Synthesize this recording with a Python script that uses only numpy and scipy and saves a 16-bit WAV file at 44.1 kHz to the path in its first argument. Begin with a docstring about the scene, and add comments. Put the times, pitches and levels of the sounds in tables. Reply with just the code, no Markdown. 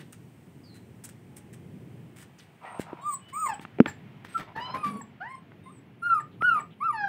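"""A puppy whines in arching calls, with growls, squeaks, and paws that scuff, rub and knock on a plastic floor.
The voice is nearly a sine wave with weak harmonics. A thin whistle near 8-9 kHz is chopped by that voice.
Growls, hoarseness and scuffs are shaped noise; knocks are clicks followed by short floor rings.
A wire cage rings along, a small room answers, and low rumble and faint hiss lie underneath."""
import sys
import numpy as np
from scipy import signal
from scipy.fft import rfft, irfft, next_fast_len
from scipy.io import wavfile
from scipy.ndimage import uniform_filter1d, map_coordinates

SR = 44100
rng = np.random.default_rng(int(sys.argv[2]) if len(sys.argv) > 2 else 0)


def waveform_to_disk(signal):
    """Save audio, clipped to [-1, 1], as 16-bit WAV at the path in sys.argv[1]."""
    frames = np.transpose(np.atleast_2d(signal))
    scaled = np.clip(frames, -1, 1) * 32767
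    samples = np.round(scaled).astype(np.int16)
    wavfile.write(sys.argv[1], SR, samples)


N = 312228  # length of the scene [samples]

# Colour of the low room rumble and the booming floor: (frequency [Hz], relative level [dB])
RUMBLE_COLOUR = [(35, -49.5), (60, -22.5), (110, -2), (170, -3), (260, -9.5), (400, -14), (600, -25.5),
                 (1500, -54)]
# Colour of the bright hiss in the air and the whistle: (frequency [Hz], relative level [dB])
FIZZ_COLOUR = [(2500, 3.5), (4500, 3.5), (7000, 3.5), (8600, 10), (10500, -1), (15000, 3.5)]
# Colour of rough breath in the throat: (frequency [Hz], relative level [dB])
THROAT_NOISE_COLOUR = [(300, -2), (650, -2), (950, -1.5), (1300, -4), (1800, -4.5), (2400, -12),
                       (3800, -20.5), (8000, -34.5)]


def amp(db):
    """Turn decibels into a gain."""
    return 10 ** (np.asarray(db) / 20)


def unit(x):
    """Scale a sound to an average strength (rms) of 1."""
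    return x / np.sqrt(np.mean(x ** 2) + 1e-20)


def along(points, hz):
    """Read a curve of (frequency [Hz], value) points on a logarithmic frequency axis."""
    f, v = np.transpose(points)
    return np.interp(np.log(hz + 1), np.log(f + 1), v)


def wobble(rate):
    """Draw a smooth random curve through a given number of random points per second."""
    points = rng.standard_normal(int(N * rate / SR) + 4)
    return map_coordinates(points, [np.arange(N) * rate / SR])


def filtered(x, response):
    """Multiply the spectrum of a sound by a response that depends on frequency."""
    size = next_fast_len(N + SR // 2)
    hz = np.fft.rfftfreq(size, 1 / SR)
    return irfft(rfft(x, size) * response(hz), size)[:N]


def noise(colour):
    """Make noise of rms 1 with the given colour."""
    return unit(filtered(rng.standard_normal(N), lambda hz: amp(along(colour, hz))))


def impulse(colour, size=1024):
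    """Make a pulse of peak 1 with the given colour, its energy packed as early as possible."""
    hz = np.fft.rfftfreq(size, 1 / SR)
    # folding the cepstrum forward in time gives the minimum-phase pulse
    cepstrum = irfft(np.log(amp(along(colour, hz))))
    cepstrum[1:size // 2] *= 2
    cepstrum[size // 2 + 1:] = 0
    pulse = irfft(np.exp(rfft(cepstrum)))
    return pulse / np.abs(pulse).max()


def add(track, s, sound):
    """Mix a sound into the track at time s [s]."""
    part = track[max(round(s * SR), 0):][:len(sound)]
    part += sound[:len(part)]


def swells(rows, rise, fall):
    """Build an envelope of (time [s], length [s], level [dB]) strokes that start softly and die away."""
    envelope, t = np.zeros(N), np.arange(SR // 2) / SR
    for s, length, db in rows:
        onset = 1 - np.exp(-t / rise)
        ending = np.exp(-np.maximum(t - length, 0) / fall)
        add(envelope, s, amp(db) * onset * ending)
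    return envelope


def controls(calls, edge):
    """Turn calls into a soft on-off gate and one smoothed curve for each of their columns."""
    t = np.arange(N) / SR
    s, *columns = np.vstack(calls).T
    gate = sum((t > call[0][0]) & (t < call[-1][0] + edge / 2) for call in calls)
    tracks = [np.minimum(gate, 1.0)] + [np.interp(t, s, column) for column in columns]
    return [uniform_filter1d(track, max(int(edge * SR), 1)) for track in tracks]


def phase_of(hz):
    """Add up a pitch curve into a running phase [radians]."""
    return 2 * np.pi * np.cumsum(hz) / SR


def resonances(rows, hz):
    """Sum the responses of (frequency [Hz], width [Hz], level [dB]) resonances."""
    return sum(amp(db) * 1j * hz * width / (centre ** 2 - hz ** 2 + 1j * hz * width)
               for centre, width, db in rows)


def background(rumble_db=-53.0, fizz_db=-1):
    """Low room rumble under a faint hiss whose middle and treble drift slowly."""
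    # Hiss levels, the treble before fizz_db is added: (time [s], middle [dB], treble [dB])
    hiss_levels = [(0, -66, -69), (2.6, -63, -73.5), (3.996, -59, -81.5), (6.501, -65, -116)]
    # Colour of the middle hiss: (frequency [Hz], relative level [dB])
    air_colour = [(300, -8.5), (700, 11), (1300, 4), (2200, 5), (3100, 0), (4000, -10.5), (6000, -20.5),
                  (10000, -31), (15000, -23)]
    s, middle_db, treble_db = np.transpose(hiss_levels)
    t = np.arange(N) / SR
    rumble = amp(rumble_db + 2.6 * wobble(2.486)) * noise(RUMBLE_COLOUR)
    air = amp(np.interp(t, s, middle_db) + 0.12 * wobble(6.5)) * noise(air_colour)
    fizz = amp(np.interp(t, s, treble_db) + fizz_db) * noise(FIZZ_COLOUR)
    return rumble + air + fizz


def room(x, delay=.005):
    """Scattered answer of the walls: a noise tail in which each frequency dies at its own speed."""
    # Echo times: (frequency [Hz], time to fall by 60 dB [s])
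    echo_times = [(200, 0.66), (1200, 0.19), (4000, 0.35), (8000, 0.17), (15000, 0.042)]
    hz, t, z = signal.stft(rng.standard_normal(SR // 2), SR, nperseg=256)
    decay = amp(-60 * t / along(echo_times, hz)[:, None])
    tail = signal.istft(z * decay, SR, nperseg=256)[1]
    tail = np.pad(tail / np.linalg.norm(tail), (int(delay * SR), 0))
    return signal.fftconvolve(x, tail)[:N]


def scuffs(grain_db=3.0, boom_db=-1):
    """Grainy friction: each stroke has a bright hiss and a duller scrape, which also makes the floor boom."""
    # Mostly paws and fur brushing floor and wire; the first row is a short burst of noise at the very start:
    # (time [s], length [s], hiss level [dB], scrape level [dB])
    strokes = [(0, 0.012, -63.5, -50.5), (0.124, 0.0032, -48, -54), (0.742, 0.031, -62.5, -63),
               (1.038, 0.014, -42.5, -53.5), (1.088, 0.0063, -50, -57), (1.362, 0.018, -52, -60.5),
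               (1.527, 0.013, -54.5, -59), (2.16, 0.074, -59, -57.5), (2.38, 0.06, -68, -61.5),
               (2.789, 0.031, -53, -50), (3.284, .016, -65.5, -55.5), (3.607, 0.023, -62, -53),
               (3.872, 0.02, -75, -46), (4.245, 0.0082, -64, -49), (4.281, 0.077, -74.5, -56.5),
               (4.373, 0.036, -84, -47), (4.839, 0.042, -62.5, -45.5)]
    # Colours of the hiss and the scrape: (frequency [Hz], relative level [dB])
    hiss_colour = [(2000, -53), (5000, -4.5), (7000, 0.5), (8700, 8.5), (10500, -3.5), (15000, -4.5)]
    scrape_colour = [(200, 2), (700, -3), (1800, 9.5), (3200, 2), (5000, -6.5), (8000, -15.5),
                     (14000, -17.5)]
    rows = np.array(strokes)
    hiss = swells(rows[:, :3], rise=0.0014, fall=0.0084) * noise(hiss_colour)
    push = swells(rows[:, [0, 1, 3]], rise=0.0016, fall=0.015)
    grains = unit(amp(grain_db * wobble(500)))
    boom = amp(boom_db) * push * noise(RUMBLE_COLOUR)
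    return (hiss + push * noise(scrape_colour)) * grains + boom


def floor_rub(start=4.845, length=0.12, pitch_hz=222, db=-39, octave_db=-13):
    """A low floor hum as a paw rubs it under a long whine: a tone and its octave, uneven in pitch and level."""
    phase = phase_of(pitch_hz * (1 + .13 * wobble(170)))
    tone = np.sin(phase) + amp(octave_db) * np.sin(2 * phase)
    tone = unit(tone * amp(2.2 * wobble(110)))
    return swells([(start, length, db)], rise=0.0027, fall=0.03) * tone


def knocks(attack=0.0013):
    """Each blow clicks, then the floor rings; the weight on it damps and detunes the ring."""
    # Blows on the plastic floor:
    # (time [s], thud gain [dB], ring time to fall by 60 dB [s], pitch factor, click peak [dB])
    blows = [(2.796, -4.5, 0.0072, 1.02, -35), (2.9303, -21, 0.029, 1.47, -41),
             (3.595, -31, 0.033, 0.76, -31.5), (3.651, -48, 0.025, 1.4, -23.5),
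             (3.7859, -23, 0.064, 1.7, -28), (3.8021, 3, 0.052, 1.03, -10),
             (3.8597, -16.5, 0.035, 1.346, -14), (4.249, -62, 0.03, 1.7, -31.5),
             (5.519, -61.5, 0.021, 2.4, -38), (6.422, -21.5, 0.015, 1.38, -21)]
    # Ways the floor rings, before the pitch factor: (frequency [Hz], level [dB], share of the ring time)
    floor_modes = [(238.7, 2, 0.69), (315.4, -6.5, 0.73), (408, -6.5, 0.54)]
    # Colour of the click: (frequency [Hz], relative level [dB])
    click_colour = [(150, 6.5), (600, -2), (1200, 1.5), (2000, -0.5), (3300, -12), (4300, -32.5),
                    (8000, -44.5), (15000, -48)]
    out, t = np.zeros(N), np.arange(SR // 4) / SR
    click = impulse(click_colour)
    for s, thud_db, t60, stretch, click_db in blows:
        ring = sum(amp(db - 60 * t / (t60 * share)) * np.sin(2 * np.pi * hz * stretch * t)
                   for hz, db, share in floor_modes)
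        add(out, s, amp(thud_db) * ring * (1 - np.exp(-t / attack)))
        # the click is a burst of noise that falls by 60 dB in 11 ms
        burst = rng.standard_normal(len(t)) * amp(-60 * t / 0.011)
        chatter = signal.fftconvolve(burst, click)
        add(out, s, amp(click_db) * chatter / np.abs(chatter).max())
    return out


def squeaks():
    """Thin gliding tones; the more unsteady ones blur into a wheeze."""
    # Faint squeaks and wheezes: (time [s], length [s], start pitch [Hz], end pitch [Hz],
    #  unsteadiness [share of the pitch], level [dB])
    glides = [(0.626, 0.09, 5090, 4120, 0.04, -62), (0.681, 0.115, 4210, 4000, 0.024, -64),
              (1.27, 0.26, 848, 820, 0.022, -67), (2.383, 0.032, 6600, 3240, 0.23, -57.5),
              (2.651, 0.05, 1930, 1920, 0.022, -50), (2.992, 0.13, 3820, 3600, .015, -68.5),
              (3.198, 0.14, 2950, 2990, 0.0147, -59.5), (5.616, 0.12, 3696, 3630, .01, -71.5),
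              (6.31, 0.049, 3900, 2988, 0.14, -68.5), (6.697, 0.052, 3342, 2700, 0.14, -64.5)]
    out, waver = np.zeros(N), wobble(1300)
    for s, length, start_hz, end_hz, unsteady, db in glides:
        n = int(length * SR)
        pitch = np.geomspace(start_hz, end_hz, n) * (1 + unsteady * waver[round(s * SR):][:n])
        add(out, s, amp(db) * np.sqrt(2) * signal.windows.tukey(n, .5) * np.sin(phase_of(pitch)))
    return out


def growl(shifting_db=2):
    """Lumpy air through a nearly closed mouth, whose resonances come and go as the jaw works."""
    # Soft, toneless growls: (time [s], length [s], level [dB])
    strokes = [(2.605, 0.039, -43.5), (2.64, 0.14, -45.5), (2.82, 0.19, -51), (4.465, 0.02, -41.5),
               (4.6, .12, -43.5), (4.78, 0.18, -53), (6.545, 0.053, -42)]
    # Resonances of the mouth: (frequency [Hz], width [Hz], level [dB])
    mouth_modes = [(750, 140, -3.5), (982, 140, 4), (1260, 150, -2), (2330, 880, -5)]
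    air = rng.standard_normal(N) * amp(2.5 * wobble(220))
    mouth = np.zeros(N)
    for row in mouth_modes:
        band = filtered(air, lambda hz: amp(along(THROAT_NOISE_COLOUR, hz)) * resonances([row], hz))
        mouth += amp(shifting_db * wobble(25)) * band
    return swells(strokes, rise=.025, fall=.02) * unit(mouth)


def rasp(hoarse, voice_phase):
    """Turbulence in the throat where the voice breaks up: uneven puffs as the vocal folds open."""
    puffs = (1 + .5 * np.cos(voice_phase)) * amp(2.5 * wobble(260))
    air = rng.standard_normal(N) * puffs
    return hoarse * unit(filtered(air, lambda hz: amp(along(THROAT_NOISE_COLOUR, hz))))


def peeps(unsteady=0.018, octave_db=-24, sag=0.02):
    """The whistle flares alone as the voice lets go: short tones that fall by a small share of their pitch."""
    # Short peeps: (time [s], length [s], middle pitch [Hz], level at the peak of the swell [dB])
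    flares = [(3.134, 0.036, 8060, -36.5), (3.535, 0.017, 8000, -42.5), (3.868, 0.048, 7450, -47),
              (5.011, 0.018, 7640, -45.5), (6.199, 0.025, 7700, -55.5), (6.595, 0.027, 7850, -49.5)]
    out, waver = np.zeros(N), 1 + unsteady * wobble(600)
    for s, length, hz, db in flares:
        n = int(length * SR)
        falling = 1 + sag * np.linspace(.5, -.5, n)
        phase = phase_of(hz * falling * waver[round(s * SR):][:n])
        tone = np.sin(phase) + amp(octave_db) * np.sin(2 * phase)
        add(out, s, amp(db) * np.sqrt(2) * signal.windows.hann(n) * tone)
    return out


def whistle_gesture(s, length, start_hz, end_hz, settles, start_db, end_db, lower_db, upper_db, count=48):
    """A scoop and an S-shaped fall: (time [s], pitch [Hz], tone, lower and upper sidebands [dB])."""
    onset_db, attack_s = 12.5, 0.058  # it swells from this far below its level, at this speed
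    scoop = 0.03  # share of the pitch by which it starts flat
    u = np.linspace(0, 1, count)
    starting = np.exp(-u * length / attack_s)
    fall = np.sin(np.pi / 2 * np.minimum(u / settles, 1)) ** 2
    pitch = start_hz + (end_hz - start_hz) * fall / fall[-1]
    pitch = pitch * (1 - scoop * starting ** 2)
    swell = -onset_db * starting
    tone_db = start_db + (end_db - start_db) * u + swell
    return np.column_stack([s + u * length, pitch, tone_db, lower_db + swell, upper_db + swell])


def whistle(voice_phase, voiced, flutter_db=2.5, octave_db=-13, octave_bands_db=-5, patchy_db=3, hiss_db=-19):
    """A very high tone; the vibrating folds chop it and its octave into sidebands one voice pitch apart."""
    # Sinking whistles, before the soft, flat start: (time [s], length [s], start pitch [Hz], end pitch [Hz],
    #  point where the fall would level out [call lengths], start level [dB], end level [dB],
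    #  lower sideband [dB], upper sidebands before the nose [dB])
    falls = [(2.628, 0.15, 8700, 8520, 1, -65, -60, -75, -97),
             (3.01, 0.13, 8800, 8060, .95, -64.5, -36, -56.5, -78),
             (3.333, 0.165, 8430, 8020, 1.7, -39.5, -46, -49, -71),
             (4.287, 0.1, 8460, 8020, 1.5, -57.5, -54.5, -90, -106),
             (4.743, 0.26, 9440, 8450, 2.5, -58.5, -70, -72.5, -74),
             (5.288, 0.1, 9020, 8450, 2.6, -62.5, -67, -68.5, -90),
             (5.636, 0.15, 8920, 7750, 2.9, -63, -66.5, -78, -101),
             (5.988, 0.215, 9150, 8100, 0.98, -72, -70.5, -74, -71.5),
             (6.385, 0.21, 9340, 8050, 1.05, -74, -73, -74, -71.5),
             (6.784, 0.18, 9170, 8200, 0.84, -68, -87, -74.5, -73.5)]
    # How the nose colours the sidebands: (frequency [Hz], gain [dB])
    nose = [(9200, -9), (10400, 10.5), (11600, -1.5), (13800, -15), (15000, -8.5)]
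    calls = [whistle_gesture(*row) for row in falls]
    gate, pitch, tone_db, lower_db, upper_db = controls(calls, edge=0.012)
    phase = phase_of(pitch * (1 + .0025 * wobble(300) + .005 * wobble(30)))
    carrier, below = np.exp(1j * phase), voiced * np.exp(-1j * voice_phase)
    sound = (amp(tone_db) + amp(lower_db) * below) * carrier
    sound = sound * (1 + amp(octave_db) * carrier * below)
    # lines above the whistle and below its octave flare as they pass the resonances of the nose
    for order in range(1, 4):
        above_tone = phase + order * voice_phase
        below_octave = 2 * phase - order * voice_phase
        for line, db in [(above_tone, 0), (below_octave, octave_bands_db)]:
            line_hz = np.abs(np.gradient(line)) * SR / (2 * np.pi)
            line_db = upper_db + db + along(nose, line_hz) + patchy_db * wobble(45)
            sound += voiced * amp(line_db) * np.exp(1j * line)
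    # the air jet is turbulent: every line has a noisy skirt, over a breathy hiss
    skirt = 1 + .25 * (wobble(700) + 1j * wobble(700))
    hiss = (amp(tone_db + hiss_db) + .5 * voiced * amp(upper_db)) * noise(FIZZ_COLOUR)
    tones = np.sqrt(2) * amp(flutter_db * wobble(110)) * (sound * skirt).imag
    return gate * (tones + hiss)


def whine_gesture(s, length, start_hz, top_hz, end_hz, rising, bend, db, fade_db, droop_db,
                  second_db, upper_db, count=48):
    """One bend of the voice: (time [s], pitch [Hz], fundamental, second and upper harmonics [dB])."""
    # A lower voice is more pressed: (pitch [Hz], second harmonic relative to the fundamental [dB])
    pressed = [(750, -0.5), (880, -6.5), (1050, -9), (1250, -27), (1450, -24)]
    onset_db, attack_s = 14, 0.0069  # a whine swells from this far below its level, at this speed
    rise_bend = 1.6  # power by which the pitch flattens out towards its top
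    upper_follows = 0.61  # share of the swell and fade that the upper harmonics follow
    u, top = np.linspace(0, 1, count), np.clip(rising, 1e-3, 1 - 1e-3)
    rise, fall = np.maximum(1 - u / top, 0), np.maximum((u - top) / (1 - top), 0)
    pitch = top_hz + (start_hz - top_hz) * rise ** rise_bend + (end_hz - top_hz) * fall ** bend
    effort_db = -fade_db * (u - .5) - droop_db * (2 * u - 1) ** 2
    effort_db = effort_db - onset_db * np.exp(-u * length / attack_s)
    first_db = db + effort_db
    second = first_db + along(pressed, pitch) + second_db
    return np.column_stack([s + u * length, pitch, first_db, second, upper_db + upper_follows * effort_db])


def crack_gesture(s, db):
    """A short, pressed drop of the voice, in the same columns as a whine."""
    length, pitch_hz, sag, upper_db = 0.011, 943, .08, -41  # [s], [Hz], share it falls, [dB]
    return np.array([(s + u * length, pitch_hz * (1 - sag * u), db, db, db + upper_db) for u in (0, 1)])


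def closure_blur(rough):
    """Random phase scatter of a harmonic [radians]; it grows with hoarseness."""
    return (.22 + .8 * rough) * wobble(350)


def voice(hoarse, rough_db=5.0, patchy_db=4.0):
    """Vocal folds: almost a sine, more ragged where they turn hoarse. Gives sound, phase and gate."""
    # Whines; a new row starts where the voice breaks to another pitch: (time [s], length [s],
    #  start pitch [Hz], top pitch [Hz], end pitch [Hz], share of the length spent rising,
    #  bend of the fall [power], middle level before the soft start [dB],
    #  fade from start to end [dB], droop at both ends [dB],
    #  second harmonic boost [dB], upper harmonics before the throat [dB])
    whines = [(3.014, 0.13, 1028, 1212, 1061, 0.47, 1.34, -34, -12, 11, -11, -62),
              (3.326, 0.15, 1025, 1297, 1005, 0.52, 1.8, -33, -9, 1.5, -2.5, -67),
              (3.483, 0.061, 953, 912, 743, 0.0065, 1.6, -30.5, 16.5, 8.5, -3.5, -51.5),
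              (3.858, .028, 890, 884, 855, 0, 1.03, -39.5, 12, -3, 11.5, -58),
              (4.342, 0.039, 1366, 1366, 1265, 0.11, 1.56, -26, 3, 14, -16, -76),
              (4.552, .046, 848.5, 867.6, 950, 0.32, 1.31, -36, -5, 3, 2.5, -54.5),
              (4.6, 0.14, 957.4, 1015, 1050, 0.55, 2.2, -44, 16.5, -7, -12, -50.5),
              (4.734, 0.031, 1037, 1049, 1055, 0, 1.02, -33.5, 14, 0, -3, -65),
              (4.767, .056, 1230, 1251, 1244, 0.62, 1.1, -48, 0, 0, 21, -64),
              (4.83, 0.18, 1220, 1219, 1116, 0.0024, 0.4, -39, 20.5, -3, -3, -63.5),
              (5.204, 0.15, 676, 1072, 1049, 0.8, 0.76, -46, 4, -7, 1.5, -69.5),
              (5.658, 0.052, 1025, 1028, 1272, 0, 2.25, -52, 18, -2, -3.5, -82),
              (6.021, 0.17, 1354, 1414, 1172, 0.22, 1.8, -20.5, -0.5, 13.5, -8, -60.5),
              (6.409, 0.19, 1225, 1484, 1133, 0.28, 1.1, -21.5, 8.5, 10, -1, -62.5),
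              (6.804, 0.11, 1030, 1355, 1133, 0.52, 1.2, -27, -3.5, 4.5, -2, -66.5),
              (6.926, 0.15, 995, 951, 784.6, 0.066, 0.51, -34.5, -1, 0, 0.5, -55.5)]
    # The voice cracks to a lower pitch for a moment: (time [s], level [dB])
    cracks = [(5.003, -42.5), (6.199, -47), (6.6, -49)]
    # How the throat colours the upper harmonics: (frequency [Hz], gain [dB])
    throat = [(2400, -2), (3000, 2), (3700, -14), (4300, -1.5), (4750, -9), (5100, -3), (5700, -14.5),
              (6050, -25.5), (6600, -16), (7100, -29.5)]
    ragged_at_db = -47  # hoarseness at which the folds are half out of control
    jitter, ragged_jitter = .002, .022  # pitch unsteadiness of a clear and a ragged voice [shares]
    shimmer_db, upper_patchy_db = .9, 4.5  # unsteadiness of the whole level and of each upper harmonic
    ragged_bright_db = -5  # gain of the harmonics above the third in a ragged voice
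    upper_slope_db = 1.5  # each harmonic above the third is this much weaker

    calls = [whine_gesture(*row) for row in whines] + [crack_gesture(*row) for row in cracks]
    calls = sorted(calls, key=np.ndarray.tolist)
    gate, pitch, first_db, second_db, upper_db = controls(calls, edge=0.005)
    rough = hoarse ** 2 / (hoarse ** 2 + amp(ragged_at_db) ** 2)
    phase = phase_of(pitch * (1 + jitter * wobble(200) + ragged_jitter * rough * wobble(450)))
    fundamental = amp(first_db) * np.sin(phase)
    second = amp(second_db + patchy_db * wobble(70)) * np.sin(2 * phase + closure_blur(rough))
    sound = fundamental + second
    # no two closures of the folds are alike, which blurs the harmonics and makes them come and go
    for order in range(3, 9):
        db = upper_db + ragged_bright_db * rough * (order > 3) - upper_slope_db * (order - 3)
        db = db + along(throat, order * pitch) + upper_patchy_db * wobble(45)
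        sound += amp(db) * np.sin(order * phase + closure_blur(rough))
    flutter = amp(shimmer_db * wobble(60) + rough_db * rough * wobble(170))
    return np.sqrt(2) * gate * flutter * sound, phase, gate


def scene(wet_db=-10.0, whistle_wet_db=-11, knock_wet_db=-36, lowest_hz=140):
    """Puppies in the room; knocks are close and nearly dry, and the slatted floor radiates little deep bass."""
    # Hoarse stretches of the voice: (time [s], length [s], level [dB])
    hoarse_stretches = [(3.458, 0.017, -45.5), (3.492, 0.065, -52), (3.862, 0.012, -45.5),
                        (4.385, 0.027, -43), (4.558, 0.045, -44.5), (4.737, 0.023, -39),
                        (5.21, 0.046, -57.5), (6.195, 0.01, -52), (6.555, 0.04, -52.5)]
    # The cage corner rings on when a whine sweeps through these: (frequency [Hz], width [Hz], level [dB])
    cage_modes = [(860, 4.3, -23.5), (1210, 22, 0), (1700, 14, -4)]
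    hoarse = swells(hoarse_stretches, rise=0.0024, fall=0.017)
    whine, phase, voiced = voice(hoarse)
    calls = filtered(whine + rasp(hoarse, phase), lambda hz: 1 + resonances(cage_modes, hz))
    puppies = calls + growl() + floor_rub() + squeaks() + scuffs()
    high = whistle(phase, voiced) + peeps()
    bass_cut = signal.butter(2, lowest_hz, "highpass", fs=SR, output="sos")
    blows = signal.sosfilt(bass_cut, knocks())
    # the whistle and the other puppy sounds return from the walls far more than the knocks do
    answer = room(amp(wet_db) * puppies + amp(whistle_wet_db) * high + amp(knock_wet_db) * blows)
    return puppies + high + blows + answer + background()


def record(dry):
    """The microphone weakens the deepest bass; peaks clip at full scale and the top of the treble is cut."""
    top_hz = 15750
    bass_cut = signal.butter(2, 55, "highpass", fs=SR, output="sos")
    heard = signal.sosfilt(bass_cut, dry)
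    return filtered(np.clip(heard, -1, 1), lambda hz: hz < top_hz)


dry = scene()
out = record(dry)
waveform_to_disk(out)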